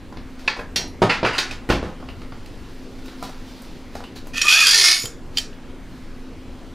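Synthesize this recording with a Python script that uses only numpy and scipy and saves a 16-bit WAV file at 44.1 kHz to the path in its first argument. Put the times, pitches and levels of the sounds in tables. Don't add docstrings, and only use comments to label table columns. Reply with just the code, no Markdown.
import sys
import numpy as np
from scipy import signal
from scipy.fft import rfft, irfft
from scipy.io import wavfile
from scipy.ndimage import uniform_filter1d

SR = 44100
rng = np.random.default_rng(int(sys.argv[2]) if len(sys.argv) > 2 else 0)


def boost(x):
    u = np.asarray(x, float) / 20
    return 10 ** u


def master(y):
    cut = np.clip(np.atleast_2d(y).T, -1, 1)
    pcm = np.round(cut * 32767)
    wavfile.write(sys.argv[1], SR, pcm.astype(np.int16))


N = 297234


def evened(x):
    return x / np.sqrt(np.mean(x ** 2) + 1e-20)


def read(points, hz):
    f, value = np.transpose(points)
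    return np.interp(np.log(hz + 1), np.log(f + 1), value)


def add(mix, s, sound):
    part = mix[round(s * SR):][:len(sound)]
    part += sound[:len(part)]


def coloured(x, spectrum):
    gain = boost(read(spectrum, np.fft.rfftfreq(len(x), 1 / SR)))
    return irfft(rfft(x) * gain, len(x))


def resonate(x, hz, width_hz):
    r = np.exp(-np.pi * width_hz / SR)
    if np.isscalar(hz):
        return 2 * signal.lfilter([1 - r], [1, -r * np.exp(2j * np.pi * hz / SR)], x + 1e-18).real
    turn = np.exp(2j * np.pi * np.cumsum(hz) / SR)
    return 2 * (turn * signal.lfilter([1 - r], [1, -r], x / turn + 1e-18)).real


def filtered(x, order, hz, kind):
    return signal.sosfilt(signal.butter(order, hz, kind, fs=SR, output="sos"), x)


def grit(count, spread_db):
    return rng.standard_normal(count) * boost(spread_db * np.minimum(rng.exponential(1, count), 6))


def wander(count, db):
    steps = np.clip(rng.standard_normal(count // 1800 + 2), -2.5, 1.2)
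    return boost(db * np.interp(np.arange(count) / 1800, np.arange(len(steps)), steps))


def air():
    # hz, level_db (per Hz)
    air_spectrum = [(7.1, -32), (12, -9), (27, 2), (44, -11.5), (71, -7), (150, -15), (259, -17.5),
                    (292, -14), (350, -18.5), (394, -17.5), (472, -19.5), (619, -24.5), (2550, -33),
                    (3550, -37), (16000, -55)]
    # hz, likeness
    same_table = [(20, 0.73), (60, 0.95), (180, .999), (550, 1), (1650, 1), (4970, 0.93), (15000, 0.21)]
    # hz, left_minus_right_db
    lean = [(60, 0.5), (240, 0.38), (950, 0.3), (3770, 0.0), (15000, 0.0)]
    # pitch_hz, width_hz, level_db
    hum = [(18.2, 3.9, -39), (180.1, 3.9, -55), (236.7, 20.5, -48.5), (258.9, 3.7, -44.5),
           (318.4, 5.8, -55.5), (351.9, 5.8, -56), (480, 2.8, -61.5), (560, 4.8, -63.5)]
    air_db = -35
    frames, hz = N // 512 + 5, np.fft.rfftfreq(2048, 1 / SR)
    a, b, c, d, patches = rng.standard_normal((frames, 1025, 5)).T
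    patches = uniform_filter1d(patches, size=20, axis=0)
    patches = evened(uniform_filter1d(patches, size=8, axis=1))
    same = np.clip(read(same_table, hz), -1, 1)[:, None]
    left = a + 1j * b
    right = same * left + np.sqrt(1 - same ** 2) * (c + 1j * d)
    balance_db = read(lean, hz)[:, None] * np.array([.5, -.5])[:, None, None]
    z = np.array([left, right]) * boost(read(air_spectrum, hz)[:, None] + 1.76 * patches + balance_db)
    wash = boost(air_db - 5) * evened(signal.istft(z, nperseg=2048, noverlap=1536)[1][:, :N])
    noise = rng.standard_normal(N)
    fan = np.zeros(N)
    for f, width_hz, db in hum:
        line = evened(resonate(resonate(noise, f, width_hz), f, 2 * width_hz))
        steady = line / (uniform_filter1d(line ** 2, size=4000) + .1) ** .3
        fan += boost(db - 1) * steady
    return wash + boost(np.array([[.2], [-.2]])) * fan


def room(x):
    # hz, t60_s
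    decay = [(120, 0.47), (400, 0.25), (1200, 0.31), (3000, 0.23), (7000, 0.24), (14000, 0.15)]
    # hz, level_db
    apart_table = [(100, -52), (1000, -36), (2500, -21), (5000, -19), (9000, -13), (13000, -3)]
    hz, t, z = signal.stft(rng.standard_normal((2, SR // 2)), SR, nperseg=256, noverlap=128)
    z = z / (abs(z) + 1e-12)
    z[1] *= boost(read(apart_table, hz))[:, None]
    z = z * boost(-60 * t / read(decay, hz)[:, None])
    tail = signal.istft(z, SR, nperseg=256, noverlap=128)[1]
    both, apart = tail * np.clip(np.arange(tail.shape[1]) / 500, 0, 1)
    pair = np.array([both + apart, both - apart]) / np.linalg.norm(both)
    return signal.fftconvolve(x[None], pair, axes=1)[:, :N]


def rustle():
    # peak_s, peak_db, rise_s, fall_s
    moves = [(0.3, -60, .05, .04), (0.394, -49, 0.0037, 0.026), (2.22, -67, .1, 0.034),
             (2.7, -58, 0.67, 0.5), (3.06, -55.5, .03, 0.12), (3.24, -42, 0.014, 0.03),
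             (3.65, -53.5, 0.45, 0.24), (3.96, -48, 0.02, 0.039), (4.16, -40.5, 0.0032, 0.018),
             (4.27, -53, .015, 0.028), (.472, -50, .03, .003), (3.5, -58, 0.032, 0.036),
             (5.368, -42, 0.017, .003), (5.69, -67, .03, .04), (5.93, -60, .1, 0.24), (6.6, -63, 0.46, .4)]
    # hz, level_db (per Hz)
    cloth = [(800, 1.5), (2000, -4.5), (4500, 0.5), (8000, -14), (15500, -17.5), (16500, -42.5)]
    t = np.arange(N) / SR
    swell = np.zeros(N)
    for s, db, rise_s, fall_s in moves:
        swell += boost(db) * np.exp(-np.where(t < s, (s - t) / rise_s, (t - s) / fall_s))
    return swell * evened(coloured(grit(N, 2.8), cloth))


def thumps():
    # start_s, peak_db, pitch_hz, t60_s
    swings = [
        (1.695, -16, 60.4, .3),
        (1.74, -24, 95, .12),
        (1.816, -24.5, 74, .3),
        (1.83, -27, 330, .2),
        (3.953, -31, 81, 0.13),
        (4.005, -33, 90, 0.11),
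        (5.037, -22, 110, 0.086),
    ]
    out, t = np.zeros(N), np.arange(SR // 3) / SR
    rise = 1 - np.exp(-t / 0.0045)
    for s, db, hz, t60_s in swings:
        add(out, s, boost(db - 60 * t / t60_s) * rise * np.sin(2 * np.pi * hz * t))
    return out


def knocks():
    # start_s, peak_db, pitch_hz
    contacts = [(1.0285, -1.5, 524), (1.034, -4, 422), (1.0545, -5, 406), (1.066, -14, 423),
                (1.079, -17, 447), (1.2455, -5, 526), (1.262, -15, 600), (1.278, -19, 400),
                (1.293, -18, 450), (1.312, -22, 500), (1.7005, -15, 1400), (1.706, -4, 1310),
                (1.712, -6, 700), (1.7255, -9, 1050), (1.732, -13, 600), (1.7425, -12, 250),
                (1.7535, -13.5, 303), (1.765, -17, 800), (1.829, -21, 500), (0.1252, -36, 700),
                (3.9527, -23.5, 600), (3.294, -33, 600), (5.04, -22, 300), (3.2255, -27, 900),
                (2.327, -34, 600), (.171, -36, 800)]
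    out, t = np.zeros(N), np.arange(SR // 20) / SR
    for s, db, hz in contacts:
        add(out, s, boost(db) * np.exp(-t * hz / 0.96) * np.sin(2 * np.pi * hz * t))
    return out


def pings():
    # start_s, peak_db, pitch_hz
    notes_rung = [
        (0.593, -33.5, 1650),
        (0.878, -56, 11000),
        (1.096, -23, 2230),
        (1.128, -32, 2100),
        (1.262, -22.5, 2130),
        (2.088, -42, 2760),
        (4.039, -43.5, 2850),
        (4.165, -44, 4000),
    ]
    decay_s, relative_width = 0.014, 0.053
    out, t = np.zeros(N), np.arange(SR // 5) / SR
    for s, db, hz in notes_rung:
        puff = evened(resonate(grit(len(t), 1.9), hz, relative_width * hz))
        add(out, s, boost(db) * np.exp(-t / decay_s) * puff)
    return out


def blows(rows, modes, ring_db, tilt_db, dull_db, spread_db, clean, bass_db, heavy, deep_db=-30, rise_s=.0027):
    # from_hz, to_hz
    bands = [(1800, 6000), (150, 500), (500, 1800), (6000, 11000)]
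    out, t = np.zeros((2, N)), np.arange(SR // 2) / SR
    body = np.zeros(len(t))
    for hz, db, t60_s in modes:
        body += boost(db - 60 * t / t60_s) * np.sin(2 * np.pi * hz * t) / np.sqrt(t60_s)
    body *= boost(ring_db) / (np.linalg.norm(body) + 1e-9)
    rise = 1 - np.exp(-t / rise_s)
    for s, peak_db, weight_db, hard_db, contact_s in rows:
        contact_s = max(contact_s, .001)
        levels_db = peak_db + np.array([0, bass_db + heavy * weight_db, weight_db, hard_db])
        upper, low, middle, top = (db - 10 * np.log10((b - a) / (SR / 2))
                                   for db, (a, b) in zip(levels_db, bands))
        colour = [(40, low + deep_db), (150, low - 5), (300, low), (1000, middle),
                  (2400, upper), (4800, upper + tilt_db), (8000, top), (16000, top + dull_db)]
        crack = coloured(evened(grit(len(t), spread_db)), colour) * rise * np.exp(-t / contact_s)
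        strike = coloured(signal.unit_impulse(len(t), idx=60), colour) * (t < t[-1] / 2)
        strike *= np.sqrt(contact_s * SR / 2)
        add(out[0], s, crack)
        add(out[1], s, signal.fftconvolve(clean * strike + (1 - clean) * crack, body)[:len(t)])
    return out


def shelf_blows():
    # start_s, peak_db, weight_db, hardness_db, contact_s
    rows = [
        (1.689, -26, 4, -12, 0.013),
        (1.700, -10.5, -2, -21, 0.018),
        (1.7065, -16, -7, -20, 0.003),
        (1.722, -23, 1, -20, 0.01),
        (2, -46.5, 7.5, -18, 0.0092),
        (1.755, -20.5, -18, -23, 0.0077),
        (1.825, -39.5, 3, -18.5, 0.043),
        (5.041, -42, 14, -14, 0.0033),
        (0.79, -47, 13.5, -20, 0.022),
    ]
    # pitch_hz, level_db, t60_s
    modes = [(64.4, -1, 0.33), (185.5, -3, 0.17), (1090, 1, 0.045), (361, 0, 0.057), (509, -21, 0.039),
             (760, -17, 0.1), (1460, 7, 0.035), (640, -15, 0.11), (1850, 7, .05)]
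    return blows(rows, modes, ring_db=-12.5, tilt_db=-7.0, dull_db=-10, spread_db=4.5,
                 clean=0.74, bass_db=5.5, heavy=1.0, deep_db=-6)


def bench_blows():
    # start_s, peak_db, weight_db, hardness_db, contact_s
    rows = [
        (1.0185, -9.5, 3, -17.5, 0.011),
        (1.029, -24, 9, -19, 0.005),
        (1.0355, -24.5, 10, -19, 0.0094),
        (1.055, -24.5, 10, -18, 0.0071),
        (1.229, -19.5, -2, -32, 0.019),
        (1.247, -19, -8, -33, 0.02),
    ]
    # pitch_hz, level_db, t60_s
    modes = [(118.5, 11, 0.26), (191, 2.5, 0.16), (226, 5, 0.14), (381, 2.5, 0.16), (428, 3, 0.089),
             (538, 3, 0.099), (652, 9, 0.05), (820, 3, .06), (936, 10.5, 0.073), (1130, 0, 0.043)]
    return blows(rows, modes, ring_db=-5.5, tilt_db=-7.5, dull_db=-15, spread_db=4.0,
                 clean=0.7, bass_db=1, heavy=0.79)


def loose_parts():
    # start_s, peak_db, weight_db, hardness_db, contact_s
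    rattles = [
        (1.093, -11.5, -8, -24.5, 0.027),
        (1.247, -18, 0, -23, 0.035),
        (1.3294, -29, -7.5, -16.5, 0.088),
    ]
    # start_s, peak_db, weight_db, hardness_db
    ticks = [(0.125, -45, 12, -12), (0.171, -33, -5, -26), (0.394, -41, -23, -14), (2.026, -50, 18, -21),
             (2.0866, -34.5, -2, -41), (2.2172, -38, 5.5, -21), (2.321, -37.5, 5.5, -36),
             (2.459, -35.5, -24, -15), (2.989, -47, 2, -10), (3.0587, -41, -13, -4),
             (3.082, -35.5, 0.5, -20), (3.226, -35.5, 12.5, -2), (3.294, -42, 8, -6), (3.62, -59, -5, 15.5),
             (3.788, -51, 6, -15), (3.9526, -33, 2, -12), (4.004, -46, 15, -10), (4.0382, -35.5, 2, -18),
             (4.1645, -41, -11, -11), (4.27, -44, 4, 2), (5.5296, -45, -16, -25)]
    # pitch_hz, level_db, t60_s
    modes = [(1490, -3.5, 0.032), (2050, -3, 0.0081), (2840, 4, 0.0056), (4940, 2, 0.011)]
    tick_s = 0.0041
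    out = blows(rattles, modes, ring_db=-5.0, tilt_db=-7.0, dull_db=-19, spread_db=2.5,
                clean=0, bass_db=-18.0, heavy=.1)
    return out + blows([(*row, tick_s) for row in ticks], modes, ring_db=-10.5, tilt_db=-4.0, dull_db=-7.0,
                       spread_db=1.5, clean=0.37, bass_db=1.0, heavy=0.55, rise_s=0.00082)


def screw_blows():
    # start_s, peak_db, weight_db, hardness_db, contact_s
    rows = [
        (1.3805, -11.5, -8, -12.5, 0.011),
        (1.3845, -13, -14, -14, 0.0049),
    ]
    # pitch_hz, level_db, t60_s
    modes = [(2600, 1, 0.018), (3700, -7, .03), (4220, 2, 0.037), (4900, 4, 0.027)]
    return blows(rows, modes, ring_db=-9.5, tilt_db=2.0, dull_db=-14, spread_db=1.5,
                 clean=0, bass_db=-12.5, heavy=.3, rise_s=0.0037)


def rod_blows():
    # start_s, peak_db, weight_db, hardness_db, contact_s
    rows = [
        (0.759, -14, -16, -9.5, 0.0099),
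    ]
    # pitch_hz, level_db, t60_s
    modes = [(1970, 0, 0.025), (3413, -6, .1), (4100, 4.5, 0.32), (4230, 4, 0.18), (4600, -8, 0.12),
             (5630, 14, 0.24), (10400, 1, .08), (11100, 14, .08), (12200, -3, .08), (13530, 16, .2)]
    return blows(rows, modes, ring_db=-2, tilt_db=1, dull_db=-19, spread_db=2.2, clean=.95, bass_db=6, heavy=1)


def head_blows():
    # start_s, peak_db, weight_db, hardness_db, contact_s
    rows = [
        (0.4765, -9, -6, -27, 0.0044),
        (.4795, -4, -7.5, -28, 0.0039),
        (0.565, -39, 8.5, -12, 0.012),
        (0.5903, -35.5, 9, -34, 0.0085),
        (1.5087, -28.5, -4.5, -13.5, 0.0093),
    ]
    # pitch_hz, level_db, t60_s
    modes = [(1078, -1.5, 0.073), (1734, -10, 0.026), (2546, 11.5, 0.043)]
    return blows(rows, modes, ring_db=-6.0, tilt_db=0.0, dull_db=-13, spread_db=4.0,
                 clean=0.75, bass_db=-6.5, heavy=1.67)


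def bar_blows():
    # start_s, peak_db, weight_db, hardness_db, contact_s
    rows = [
        (4.341, -30, -2, -23, 0.0041),
        (4.3853, -37, -23, -10, 0.0054),
        (4.4142, -5, -24, -9.5, 0.0061),
        (4.4503, -26, -4, 4, 0.0057),
        (4.4824, -5, -17, -20, 0.004),
    ]
    # pitch_hz, level_db, t60_s
    modes = [(1850, -8.5, 0.027), (2545, -1, 0.072), (3240, -10.5, 0.092), (4330, -20, 0.052),
             (5640, -7, 0.052), (6900, -4.5, 0.08), (8200, -12, .06), (10600, -10, 0.065)]
    return blows(rows, modes, ring_db=1.5, tilt_db=0.0, dull_db=-13, spread_db=7.0,
                 clean=0.41, bass_db=-4.5, heavy=0.8)


def snaps():
    # start_s, peak_db, weight_db, hardness_db, contact_s
    rows = [
        (4.991, -36, -20, 0, .002),
        (5.007, -38, -20, 0, .002),
        (5.023, -39, -20, 0, .002),
        (5.037, -38, -10, 0, 0.0015),
        (5.055, -27.5, 0, 6, 0.0029),
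        (5.3712, -20, -23, -9, 0.0073),
        (5.3818, -16, -15, -5, 0.0054),
    ]
    # pitch_hz, level_db, t60_s
    modes = [(3150, 10, 0.06), (3470, 3, 0.033), (4460, 0, .03), (4850, 4, 0.027), (6970, 5, 0.05),
             (8000, 1, 0.012), (11000, 1, .02), (13600, 1, .025), (15800, 0, .02)]
    return blows(rows, modes, ring_db=-1, tilt_db=4, dull_db=-13, spread_db=1.5,
                 clean=.9, bass_db=-17, heavy=.3, rise_s=.0012)


def bar_ring(t, drive, far, stopped):
    # pitch_hz, width_hz, level_db
    ring_start = [(3250, 26, -1.5), (3465, 31, -2), (4500, 46, -10), (5660, 25, -5), (6800, 88, -10.5),
                  (8170, 20, -12), (9820, 50, -13.5), (10200, 60, -16), (11700, 60, -22),
                  (13100, 52, -42.5), (13900, 87, -28), (15700, 39, -35)]
    # pitch_hz, width_hz, level_db
    ring_end = [(3490, 47, -12.5), (4260, 110, -10.5), (4870, 96, -7.5), (5540, 84, -14), (6600, 140, -11),
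                (8100, 45, -8), (9200, 170, -7.5), (10180, 83, -7.5), (13500, 140, -32), (13900, 46, -14),
                (14200, 26, -24)]
    # pitch_hz, width_hz, level_db
    ring_stop = [(4900, 160, -15), (6840, 30, 0), (9900, 51, -3), (11400, 90, -6), (12100, 35, -12),
                 (13200, 120, -4), (15100, 89, 0)]
    # hz, level_db (per Hz)
    rub = [(410, -69), (700, -26.5), (1710, -6), (2300, 11.5), (2530, -19), (2840, -8.5), (4920, 5),
           (12800, -35), (14400, -34), (15400, -34), (16000, -106)]

    def ringing(table):
        return evened(sum(boost(db) * wander(len(t), 5.3) * resonate(drive, hz, 2.3 * width_hz)
                          for hz, width_hz, db in table))

    moving = np.sqrt(1 - far) * ringing(ring_start) + np.sqrt(far) * ringing(ring_end)
    rings = np.sqrt(1 - stopped) * moving + np.sqrt(stopped) * ringing(ring_stop)
    drifting = np.zeros(len(t))
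    for f, drift_per_s in zip(np.geomspace(2900, 11000, num=22), rng.uniform(-0.14, 0.33, 22)):
        mode = resonate(drive, f * (1 + drift_per_s * (t - 4.7)), 0.019 * f)
        drifting += boost(read(rub, f)) * wander(len(t), 6.9) * mode
    return rings + .9 * evened(drifting) + .7 * evened(coloured(drive, rub))


def free_lengths(t, drive):
    # start_s, length_s, from_hz, to_hz, level_db
    glides = [(4.44, 0.098, 1150, 1270, -23.5), (4.82, 0.13, 2130, 2200, -18), (4.5, 0.12, 850, 830, -42),
              (4.69, .13, 980, 800, -39), (4.63, .1, 500, 420, -45), (4.7, 0.087, 700, 560, -45),
              (4.9, 0.063, 780, 810, -41), (4.78, 0.12, 620, 520, -42.5), (4.5, 0.073, 1400, 1700, -17),
              (4.55, 0.063, 1600, 1930, -25), (4.61, 0.1, 1780, 1440, -20), (4.48, 0.19, 1300, 1310, -24.5),
              (4.58, 0.109, 1500, 980, -24), (4.975, .13, 6960, 6900, -34.5),
              (4.725, 0.035, 1780, 1820, -18), (4.79, .06, 1800, 2200, -26), (4.66, .08, 1500, 1780, -27),
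              (4.86, 0.076, 1800, 1790, -29), (4.66, 0.15, 3300, 3300, -27), (4.8, 0.12, 1440, 1450, -33.5),
              (4.52, 0.13, 620, 700, -42), (4.74, 0.267, 740, 680, -41.5), (4.7, 0.155, 500, 345, -36.5),
              (4.6, 0.132, 660, 440, -44), (4.86, 0.11, 370, 337, -36), (4.56, 0.23, 4200, 4900, -20),
              (4.66, 0.13, 4700, 4100, -20), (4.78, 0.155, 4850, 5100, -14), (4.82, 0.083, 4400, 6100, -20)]
    edge_db = -12.5
    out = np.zeros(len(t))
    for at, length_s, from_hz, to_hz, db in glides:
        u = np.clip((t - at) / length_s, 0, 1)
        hz = from_hz + (to_hz - from_hz) * u
        tone = evened(resonate(resonate(drive, hz, 0.024 * hz.mean()), hz, 0.05 * hz.mean()))
        steady = evened(tone / (uniform_filter1d(tone ** 2, size=700) + .05) ** 0.3)
        sings = uniform_filter1d(1. * (u > 0) * (u < 1), size=800)
        out += boost(db + edge_db * (2 * u - 1) ** 2) * wander(len(t), 4.3) * sings * steady
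    return out


def slide():
    # time_s, pressure_db
    pressure = [
        (4.33, -47),
        (4.39, -33.5),
        (4.406, -38),
        (4.418, -34),
        (4.478, -29.5),
        (4.483, -15.5),
        (4.61, -14.5),
        (4.918, -11),
        (4.926, -16.5),
        (4.96, -21.5),
    ]
    # time_s, jolt_db
    jolts = [(4.3644, 2.5), (4.469, 4.5), (4.525, 2.5), (4.541, 0.5), (4.569, 0.5), (4.59, 1.5), (4.612, 2),
             (4.638, 2.5), (4.6805, 4.5), (4.71, 0.5), (4.744, 1.5), (4.782, 3), (4.80, 1.5), (4.841, 3.5),
             (4.859, 2), (4.887, 3), (4.914, 4), (4.956, 3)]
    release_s, release_db_per_s, top_lingers_db_per_s, jolt_s = 0.1, -290, 182, 0.0063
    head_hz, head_free_db, head_gripped_db, grip_s, grip_takes_s = 2513, 6, -14.5, 4.62, 0.098
    treble_near_db, treble_far_db, low_near_db, low_far_db = -4.5, -9, 11, -6.5
    s, press_db = np.transpose(pressure)
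    t = np.arange(s[0], s[-1] + release_s, 1 / SR)
    after_s = np.maximum(t - s[-1], 0)
    far, stopped = np.clip((t - 4.58) / 0.32, 0, 1), np.clip((t - 4.94) / 0.07, 0, 1)

    jolt_db = sum(db * (t > at) * np.exp(-abs(t - at) / jolt_s) for at, db in jolts)
    rub_db = np.interp(t, s, press_db) + release_db_per_s * after_s + 2 * jolt_db
    head_db = rub_db + np.interp(t, [grip_s, grip_s + grip_takes_s], [head_free_db, head_gripped_db])
    low_db = rub_db + np.interp(t, [s[3], s[5] + 0.042], [low_near_db, low_far_db])
    treble_db = rub_db + treble_near_db + (treble_far_db - treble_near_db) * far * (1 - stopped)
    treble_db += top_lingers_db_per_s * after_s

    chatter = boost(3.0 * evened(uniform_filter1d(rng.standard_normal(len(t)), size=150)))
    drive = evened(grit(len(t), 2.25) * chatter)
    bar = bar_ring(t, drive, far, stopped)
    middle, high = (filtered(bar, 4, 6000, kind) for kind in ("low", "high"))
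    head = resonate(drive, head_hz, 36) + .22 * resonate(drive, 1.04 * head_hz, 60)
    low = resonate(resonate(drive, 1780, 78), 1940, 350)
    low += 0.19 * resonate(resonate(drive, 1370, 450), 1500, 460)

    sound = boost(rub_db) * evened(middle) + boost(treble_db) * evened(high)
    sound += boost(head_db) * evened(head) + boost(low_db - 14.5) * wander(len(t), 4.3) * evened(low)
    sound = filtered(sound, 3, (950, 12500), "bandpass")
    sound += free_lengths(t, drive)
    out = np.zeros(N)
    add(out, s[0], sound * signal.windows.tukey(len(t), .02))
    return out


def scene():
    bench = head_blows() + rod_blows() + bench_blows() + shelf_blows()
    bench[1] += thumps() + boost(3.0) * knocks()
    loose = loose_parts() + screw_blows()
    loose[0] += rustle() + pings()
    hand = bar_blows() + snaps()
    hand[0] += boost(1.0) * slide()
    tails = [room(crack + 0.13 * ring) for crack, ring in (bench, loose, hand)]
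    near = (bench + loose + hand).sum(0)
    near = near + np.array([[-.1], [.1]]) * filtered(near, 1, 900, "high")
    walls = boost(-2.0) * tails[0] + boost(-2.0) * tails[1] + boost(np.array([[-6.9], [-6.1]])) * tails[2]
    return near + walls + air()


def masked(x):
    # hz, level_db
    mask = [(120, -40), (200, -25), (950, -24), (1200, -70), (8000, -70), (10500, -40), (12000, -33),
            (13000, -27), (14900, -27), (15400, -19), (16200, -22)]
    patchy_db = 10
    hz, _, z = signal.stft(x, SR, nperseg=2048)
    power = uniform_filter1d(abs(z) ** 2, size=7, axis=1)
    patches = uniform_filter1d(rng.standard_normal((3, len(hz) // 10 + 1, z.shape[2])), size=3, axis=2)
    patches = patches.repeat(10, axis=1)[:, :len(hz)]
    limit_db = read(mask, hz)[:, None] + patchy_db * (patches[0] + .5 * patches[1:])
    lost = power < power[:, 12:].mean(axis=1, keepdims=True) * boost(2 * limit_db)
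    return signal.istft(z * ~lost, SR, nperseg=2048)[1][:, :N]


def low_pass(x):
    return signal.sosfilt(signal.butter(12, 16120, fs=SR, output="sos"), x)


def record(dry):
    power = signal.lfilter([1 / 1200], [1, 1 / 1200 - 1], (dry ** 2).mean(0))
    over_db = np.maximum(10 * np.log10(power + 1e-12) + 28, 0)
    ducked = boost(1.5) * dry / boost(.33 * over_db)
    dulled = filtered(.88 * np.tanh(ducked / .88), 10, 15650, "low")
    return low_pass(masked(dulled))


dry = scene()
out = record(dry)
master(out)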